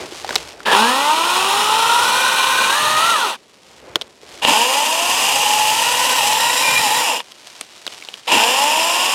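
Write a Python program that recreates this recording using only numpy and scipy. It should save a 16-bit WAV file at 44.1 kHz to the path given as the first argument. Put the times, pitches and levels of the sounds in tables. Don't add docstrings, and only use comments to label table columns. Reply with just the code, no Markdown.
import sys
import numpy as np
from scipy import signal
from scipy.fft import rfft, irfft
from scipy.io import wavfile
from scipy.ndimage import uniform_filter1d

SR = 44100
rng = np.random.default_rng(int(sys.argv[2]) if len(sys.argv) > 2 else 0)


def wav_out(sig):
    wavfile.write(sys.argv[1], SR, np.round(np.clip(np.atleast_2d(sig).T, -1, 1) * 32767).astype(np.int16))


N = 403074
TURN_OVER_S = 3.9
START_RATE = 196

# frequency in Hz, relative level in dB.
BODY_UPRIGHT = [(110, -47), (180, -25.5), (216, -13.5), (293, -16), (540, -9), (713, -11.5), (929, 3.5),
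                (1130, -3.5), (1470, -4), (1670, -17), (1920, -7.5), (2140, -18.5), (2390, -7.5),
                (2910, -4.5), (5000, -17), (6500, -71), (11000, -120)]
BODY_TURNED = [(110, -54), (180, -28.5), (248, -13.5), (392, -20.5), (490, -9), (754, -10), (831, -4),
               (867, 0), (996, -0.5), (1160, -12), (1580, -17), (1840, -11.5), (2170, -15.5), (2330, -8),
               (2790, -1.5), (4230, -17), (5000, -18.5), (6500, -40), (11000, -120)]
# times in seconds of trigger pull, chain take-up, entry into the wood,
# trigger release and standstill, then relative levels in dB of clatter and hiss.
CUTS = [(0.651, 0.752, 1.256, 3.125, 3.372, -17, -25), (4.415, 4.508, 5.06, 7.005, 7.225, -17, -23),
        (8.269, 8.353, 9.8, 9.3, 9.5, -16, -23)]


def from_db(db):
    return 10 ** (np.asarray(db) / 20)


def rms_one(x):
    return x / np.sqrt(np.mean(x ** 2) + 1e-20)


def peak_one(x):
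    return x / np.abs(x).max()


def clock():
    return np.arange(N) / SR


def during(start, end, fade_s):
    t = clock()
    return np.clip(np.minimum(t - start, end - t) / fade_s, 0, 1)


def add(out, start_s, sound):
    start = max(round(start_s * SR), 0)
    out[start:start + len(sound)] += sound[:N - start]


def gain_at(spectrum, hz):
    known_hz, db = np.array(spectrum).T
    octave, known = np.log2(np.maximum(hz, 1)), np.log2(known_hz)
    beyond = np.abs(octave - np.clip(octave, known[0], known[-1]))
    return from_db(np.interp(octave, known, db) - np.minimum(36 * beyond, 70))


def colour(x, spectrum, size=4096):
    cepstrum = irfft(np.log(gain_at(spectrum, np.arange(size // 2 + 1) * SR / size)))
    cepstrum[1:size // 2] *= 2
    cepstrum[size // 2 + 1:] = 0
    response = irfft(np.exp(rfft(cepstrum)))
    return signal.oaconvolve(x, response / np.linalg.norm(response))[:len(x)]


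def resonate(x, hz, width_hz):
    r = np.exp(-np.pi * width_hz / SR)
    feedback = [1, -2 * r * np.cos(2 * np.pi * hz / SR), r * r]
    return signal.lfilter(np.array([1, 0, -1]) * (1 - r * r) / 2, feedback, x)


def drift(hz):
    r = np.exp(-40 * np.pi * hz / SR)
    slow = signal.lfilter([1], [1, -2 * r, r * r], rng.standard_normal(N // 20 + 4002))[4000:]
    return np.interp(np.arange(N) / 20, np.arange(len(slow)), rms_one(slow))


def grains(per_s, spread_db):
    sizes = from_db(spread_db * np.minimum(rng.exponential(1, N), 4)) * rng.choice([-1, 1], N)
    return rms_one(sizes * (rng.random(N) < per_s / SR))


def burst(decay_s, size=4096):
    return rng.standard_normal(size) * np.exp(-np.arange(size) / SR / decay_s)


def turned_over():
    return clock() >= TURN_OVER_S


def by_posture(x, upright, turned):
    return np.where(turned_over(), colour(x, turned), colour(x, upright))


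def forest_air():
    # frequency in Hz, relative spectral density in dB.
    spectrum = [(15, -62), (25, -28), (170, -4), (293, -3), (373, -0.5), (1190, -10.5), (1370, -18),
                (1790, -14.5), (5140, -28.5), (16000, -46)]
    mid, side = (from_db(-54.5) * colour(rng.standard_normal(N), spectrum) for _ in range(2))
    return mid + from_db(-14) * side * np.array([[1], [-1]])


def footwork():
    # frequency in Hz, relative density in dB.
    leaf_spectrum = [(350, -25), (600, -3.5), (1000, -3.5), (1600, -6.5), (3000, -2), (5200, -5),
                     (8500, -11.5), (12000, -21), (16000, -34)]
    soil_spectrum = [(60, -6), (120, -11), (220, -12), (370, -3), (480, -3), (700, -7), (1200, -13.5),
                     (2500, -17)]
    # start and end in seconds, levels of leaves and soil in dB.
    shifts = [(0, 0.656, -47, -43), (3.336, 4.42, -52, -64), (7.21, 7.552, -46, -75),
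              (7.514, 8.275, -42, -62)]
    # start and length in seconds, levels of leaves and soil in dB at the scuff's height.
    scuffs = [(-.03, .14, -33, -30.5), (0.023, 0.37, -33.5, -56), (.2, 0.36, -30.5, -35),
              (3.61, 0.3, -47, -50.5), (3.742, 0.43, -53, -40.5), (4.156, 0.55, -39.5, -43),
              (7.42, .16, -38.5, -62), (7.853, 0.21, -38.5, -51)]
    power = np.zeros((2, N))
    for start, end, leaves_db, soil_db in shifts:
        power += from_db([[leaves_db], [soil_db]]) ** 2 * during(start, end, fade_s=0.02)
    for start, length, leaves_db, soil_db in scuffs:
        swell = np.interp(clock(), start + length * np.array([0, 0.35, 1]), [0, 1, 0])
        power += (from_db([[leaves_db], [soil_db]]) * swell) ** 2
    leaf_gain, soil_gain = np.sqrt(power)
    crackle = grains(per_s=1500, spread_db=3.5) * from_db(1.8 * drift(30))
    leaves = colour(rms_one(crackle + 0.44 * rng.standard_normal(N)), leaf_spectrum)
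    return leaf_gain * leaves + soil_gain * colour(rng.standard_normal(N), soil_spectrum)


def snaps():
    # time in seconds, level in dB, ring frequency in Hz, relative knock level in dB.
    clicks = [(.122, -23, 360, -9), (.246, -11, 790, -20), (.292, -6, 940, -18), (.307, -11, 1500, -2),
              (0.33, -17, 1250, -12), (.356, 1.5, 4900, -12), (.360, 2.5, 3880, -15),
              (.604, -20.5, 1460, -19), (3.957, 1.5, 3330, -7.5), (4.013, -10, 3570, -29),
              (4.019, -10, 3150, -21), (4.232, -31.5, 420, -9), (7.320, -23, 3237, -21),
              (7.611, -10.5, 7960, -21), (7.866, -9.5, 3750, -27), (7.877, -10.5, 3300, -18),
              (7.924, -23, 3100, -11), (8.024, -20.5, 2270, -25), (8.049, -22, 4380, -19),
              (8.087, -14, 3000, -15), (8.140, -15.5, 3060, -18), (8.233, -35, 3045, -19)]
    # frequency in Hz, relative spectral density in dB.
    crack_spectrum = [(200, -5.5), (600, 3.5), (1500, 0.5), (4000, 3.5), (7000, -8), (11000, -17),
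                      (16000, -30.5)]
    out = np.zeros(N)
    for start, db, hz, knock_db in clicks:
        crack = peak_one(colour(burst(decay_s=0.0029), crack_spectrum))
        ring = peak_one(resonate(burst(decay_s=0.0007), hz, width_hz=0.12 * hz))
        knock = peak_one(resonate(burst(decay_s=0.0054), hz=430, width_hz=180))
        snap = peak_one(ring + from_db(-4.5) * crack + from_db(knock_db - 5) * knock)
        add(out, start, from_db(db + 0.1) * snap)
    return out


def groans():
    # start and end in seconds, frequency and bandwidth in Hz, level in dB.
    strains = [(0.647, .76, 1700, 110, -19), (0.656, 0.752, 520, 140, -21), (2.8, 3.02, 135, 60, -41.5),
               (4.46, 4.54, 279.2, 69.95, -25), (6.666, 6.852, 128, 35, -40),
               (8.311, 8.389, 300, 59.6, -23.5)]
    out = np.zeros(N)
    for start, end, hz, width_hz, db in strains:
        length = round((end - start) * SR)
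        shake = rms_one(resonate(rng.standard_normal(N // 8), hz, width_hz)[-length:])
        add(out, start, from_db(db) * signal.windows.tukey(length, 0.5) * shake)
    return out


def squeals():
    # start and end in seconds, frequency in Hz, level in dB.
    rubs = [(2.05, 2.71, 2411, -25.5), (6.594, 6.818, 2406, -17.5)]
    out = np.zeros(N)
    for start, end, hz, db in rubs:
        swell = from_db(db + 3.5 * drift(21)) * during(start, end, fade_s=0.05)
        out += swell * np.sin(2 * np.pi * hz * clock() + 0.61 * drift(39))
    return out


def slaps():
    # time in seconds, relative level in dB.
    impacts = [(.657, -3), (.749, 3), (.820, -3), (2.313, -12.5), (4.421, -14), (4.449, 8.5), (4.481, -3),
               (6.208, -3), (7.203, -7.5), (8.277, -2.5), (8.320, -5)]
    force = np.zeros(N)
    for start, db in impacts:
        add(force, start, from_db(db - 7.5) * burst(decay_s=0.0024))
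    return by_posture(force, BODY_UPRIGHT, BODY_TURNED)


def chain_speed(drag, taken_up, let_go):
    rate_after_1_s, braking_per_s = 440, 1950
    t = clock()
    driven = np.clip(t, taken_up, let_go)
    free = np.sqrt(START_RATE ** 2 + (rate_after_1_s ** 2 - START_RATE ** 2) * (driven - taken_up))
    loaded = free * (1 - np.interp(driven, *np.transpose(drag)))
    return np.maximum(loaded - braking_per_s * np.maximum(t - let_go, 0), START_RATE / 2)


def at_speed(rate):
    return np.clip((rate - 380) / 90, 0, 1)


def cut_controls():
    # time in seconds, share of the speed lost
    drags = [
        [(2.2, -0.00082), (2.68, 0.092), (2.77, -0.0068), (2.98, -0.0074), (3.09, -0.095), (3.125, -0.066)],
        [(5.33, 0), (5.72, 0.093), (5.94, 0.025), (6.17, 0.066), (6.22, 0.27), (6.62, .147), (6.74, 0.17),
         (6.89, .385), (6.99, 0.23)],
        [(8.65, 0), (9.14, 0.052)],
    ]
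    clatter_swing = (1, 7.5, 1.33, -19)
    hiss_swing = (-6, 3, 2, -26.5)
    rumble_swing = (-1, 8, 9, -34)
    tone_swing = (-10.5, -4, -1, -38)
    swings = np.array([clatter_swing, hiss_swing, rumble_swing, tone_swing])
    jerk_s, surge_s, bite_s, sink_s, stop_s = 0.009, 0.12, 0.029, 2.3, 0.039
    rumble_db = -57.5
    rate, depth, levels = np.full(N, float(START_RATE)), np.zeros(N), np.full((4, N), -120.)
    for (trigger, taken_up, in_wood, let_go, stands, clatter_db, hiss_db), drag in zip(CUTS, drags):
        running = (clock() >= trigger) & (clock() < stands)
        t = clock()[running]
        jerk = taken_up - 0.032
        slack = np.clip((jerk - t) / jerk_s, 0, 1)
        surge = (1 - slack) * np.exp(-np.maximum(t - jerk, 0) / surge_s)
        biting = during(in_wood, let_go + bite_s, fade_s=bite_s)[running]
        stopping = np.exp((t - stands) / stop_s)
        change_db = swings @ [slack, surge, biting, stopping]
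        levels[:, running] = change_db + [[clatter_db], [hiss_db], [rumble_db], [0]]
        rate[running] = chain_speed(drag, taken_up, let_go)[running]
        depth[running] = biting * np.clip((t - in_wood) / sink_s, 0, 1)
    return rate, depth, levels


def trunk_rumble():
    # frequency in Hz, relative spectral density in dB.
    spectrum = [(25, -9), (60, -7.5), (100, -3), (135, 3), (190, -5), (300, -17)]
    return colour(rng.standard_normal(N), spectrum)


def trunk_reflection(x, lag_s, sway_s, echo_db):
    t = clock()
    return x + from_db(echo_db) * np.interp(t - lag_s - sway_s * drift(0.32), t, x)


def cutters(bite, blows):
    # frequency in Hz, relative spectral density in dB.
    hiss_upright = [(2470, -8), (4200, 1), (4670, -16), (5110, -2), (7560, -6), (9090, -4.5),
                    (13500, -16.5), (15100, -21), (16000, -22)]
    hiss_turned = [(2470, -35), (4200, -11), (5080, -0.5), (6350, -4.5), (7390, -2.5), (12900, -12),
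                   (15100, -21), (16000, -27)]
    chips = rms_one(bite * rng.standard_normal(N) + from_db(-11.5) * blows)
    chips = trunk_reflection(chips, lag_s=0.00055, sway_s=0.00005, echo_db=-12)
    hiss = by_posture(chips, hiss_upright, hiss_turned)
    rasp = rms_one(resonate(chips, hz=3880, width_hz=100))
    rasp += rms_one(resonate(chips, hz=1886, width_hz=80))
    return from_db(-1) * hiss, from_db(-5.5) * rasp


def bar_ringing(drive):
    # frequency and bandwidth in Hz, gain in dB.
    modes = [(1800, 78, -7), (2826, 36, -6.5), (5000, 120, -5), (7400, 290, -7)]
    return sum(from_db(db) * resonate(drive, hz, width_hz) for hz, width_hz, db in modes)


def link_blows(links, uneven_db=1.0, play=0.12, scatter=0.05, links_per_lap=40):
    number = np.arange(1, int(links[-1]))
    own_lag, own_strength = rng.standard_normal((links_per_lap, 2))[number % links_per_lap].T
    chance_lag, chance_strength = rng.standard_normal((len(number), 2)).T
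    at = np.interp(number + play * own_lag + scatter * chance_lag, links, np.arange(N)).astype(int)
    blows = np.zeros(N)
    blows[at] = from_db(uneven_db * (own_strength + chance_strength)) / np.sqrt(np.gradient(links)[at])
    return rms_one(blows - uniform_filter1d(blows, size=256))


def rough_tone(cycles, rough):
    angle = 2 * np.pi * cycles
    return np.sqrt(2) * ((1 + rough * drift(27)) * np.cos(angle) + rough * drift(25) * np.sin(angle))


def overtones(links, rate):
    # multiple of the link rate, relative levels in dB upright and turned over,
    # fall in dB per octave of speed.
    partials = [(3.7, -14, -21, 23), (7, -10.5, -18.5, 7.5), (7.999, -30, -27, 5)]
    turned, octaves = turned_over(), np.log2(np.maximum(rate / 225, 1))
    tones = np.zeros(N)
    for multiple, upright_db, turned_db, fall_db in partials:
        db = np.where(turned, turned_db, upright_db) - fall_db * octaves
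        tones += from_db(db) * rough_tone(multiple * links, rough=0.26)
    tones -= resonate(tones, hz=2180, width_hz=330)
    tones += turned * from_db(8.5) * resonate(tones, hz=2800, width_hz=240)
    settled = np.clip((rate - 197) / 12, 0, 1)
    return settled * tones


def whine(links, rate):
    # multiple of the link rate, relative level in dB, dB per octave of speed,
    # dB gained when racing, roughness, roughness added when fast but not racing.
    harmonics = [(1, -0.5, -8.5, 11.5, 0.2, .15), (2, 0.64, -2.5, 11.7, 0.27, 0.12),
                 (3, -0.5, .2, 0.5, 0.1, 0.57), (4, 1.5, -7.5, -1, 0.17, .1), (5, -1.5, -19, 0, 0.51, .1)]
    # frequency in Hz, gain in dB.
    housing_upright = [(190, -35.5), (222, -21), (295, -33), (380, -23.5), (500, -28.5), (610, -30),
                       (715, -35), (805, -23.5), (850, -21), (935, -16), (1020, -23.5), (1170, -27.5),
                       (1300, -23.5), (1460, -24.5), (1580, -29), (1700, -42), (1870, -28.5), (2200, -48)]
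    housing_turned = [(220, -38), (320, -35), (400, -37), (490, -26), (610, -33.5), (680, -25.5),
                      (750, -33), (855, -18), (950, -25.5), (1080, -27.5), (1170, -33.5), (1270, -42),
                      (1440, -34), (1680, -39), (1880, -26), (2200, -32)]
    turned, octaves = turned_over(), np.log2(np.maximum(rate / 225, 1))
    fast, racing = at_speed(rate), np.clip((rate - 570) / 60, 0, 1)
    mesh = np.zeros(N)
    for multiple, db, octave_db, racing_db, rough, fast_rough in harmonics:
        hz = multiple * rate
        housing = np.where(turned, gain_at(housing_turned, hz), gain_at(housing_upright, hz))
        gain = housing * from_db(db + octave_db * octaves + racing_db * racing)
        mesh += gain * rough_tone(multiple * links, rough + fast_rough * (fast - racing))
    whip_gain = from_db(np.where(turned, -45, -26.5)) * fast * (1 - 0.7 * racing)
    return mesh + whip_gain * rough_tone((3 - 1 / 7) * links, rough=0.7)


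def saw():
    # links per cycle, swing in dB of the whine and the clatter.
    flutter_settings = (15.2, 1.7, 0.82)
    flutter_links, tone_flutter_db, clatter_flutter_db = flutter_settings
    rate, depth, (clatter_db, hiss_db, rumble_db, tone_db) = cut_controls()
    links, turned = np.cumsum(rate) / SR, turned_over()
    flutter = at_speed(rate) * np.cos(2 * np.pi * links / flutter_links)
    bite = from_db(0.99 * np.cos(np.pi * links) + 0.2 * np.cos(2 * np.pi * links / 20) + drift(67))
    blows = link_blows(links)
    drive = rms_one(from_db(-5) * blows + bite * grains(per_s=14000, spread_db=2.5))
    clatter = by_posture(drive, BODY_UPRIGHT, BODY_TURNED)
    clatter *= from_db(clatter_db - 2.5 + clatter_flutter_db * flutter)
    hiss, rasp = from_db(hiss_db) * cutters(bite, blows)
    ringing = turned * (1 - 0.73 * depth) * bar_ringing(clatter + hiss)
    clatter -= 0.5 * turned * depth ** 2 * resonate(clatter, hz=2780, width_hz=755)
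    rumble = from_db(rumble_db) * trunk_rumble()
    tones = from_db(tone_db + tone_flutter_db * flutter) * whine(links, rate)
    tones += from_db(clatter_db) * overtones(links, rate)
    running = sum(during(trigger, stands, fade_s=0.014) for trigger, _, _, _, stands, _, _ in CUTS)
    return running * (clatter + hiss + ringing + depth * rasp + rumble + tones)


def scene():
    return forest_air() + saw() + slaps() + squeals() + groans() + snaps() + footwork()


def record(dry):
    cutoff_hz = 16000
    limited = dry / (1 + dry ** 6) ** (1 / 6)
    return signal.sosfilt(signal.ellip(10, 0.1, 80, cutoff_hz, fs=SR, output="sos"), limited)


dry = scene()
out = record(dry)
wav_out(out)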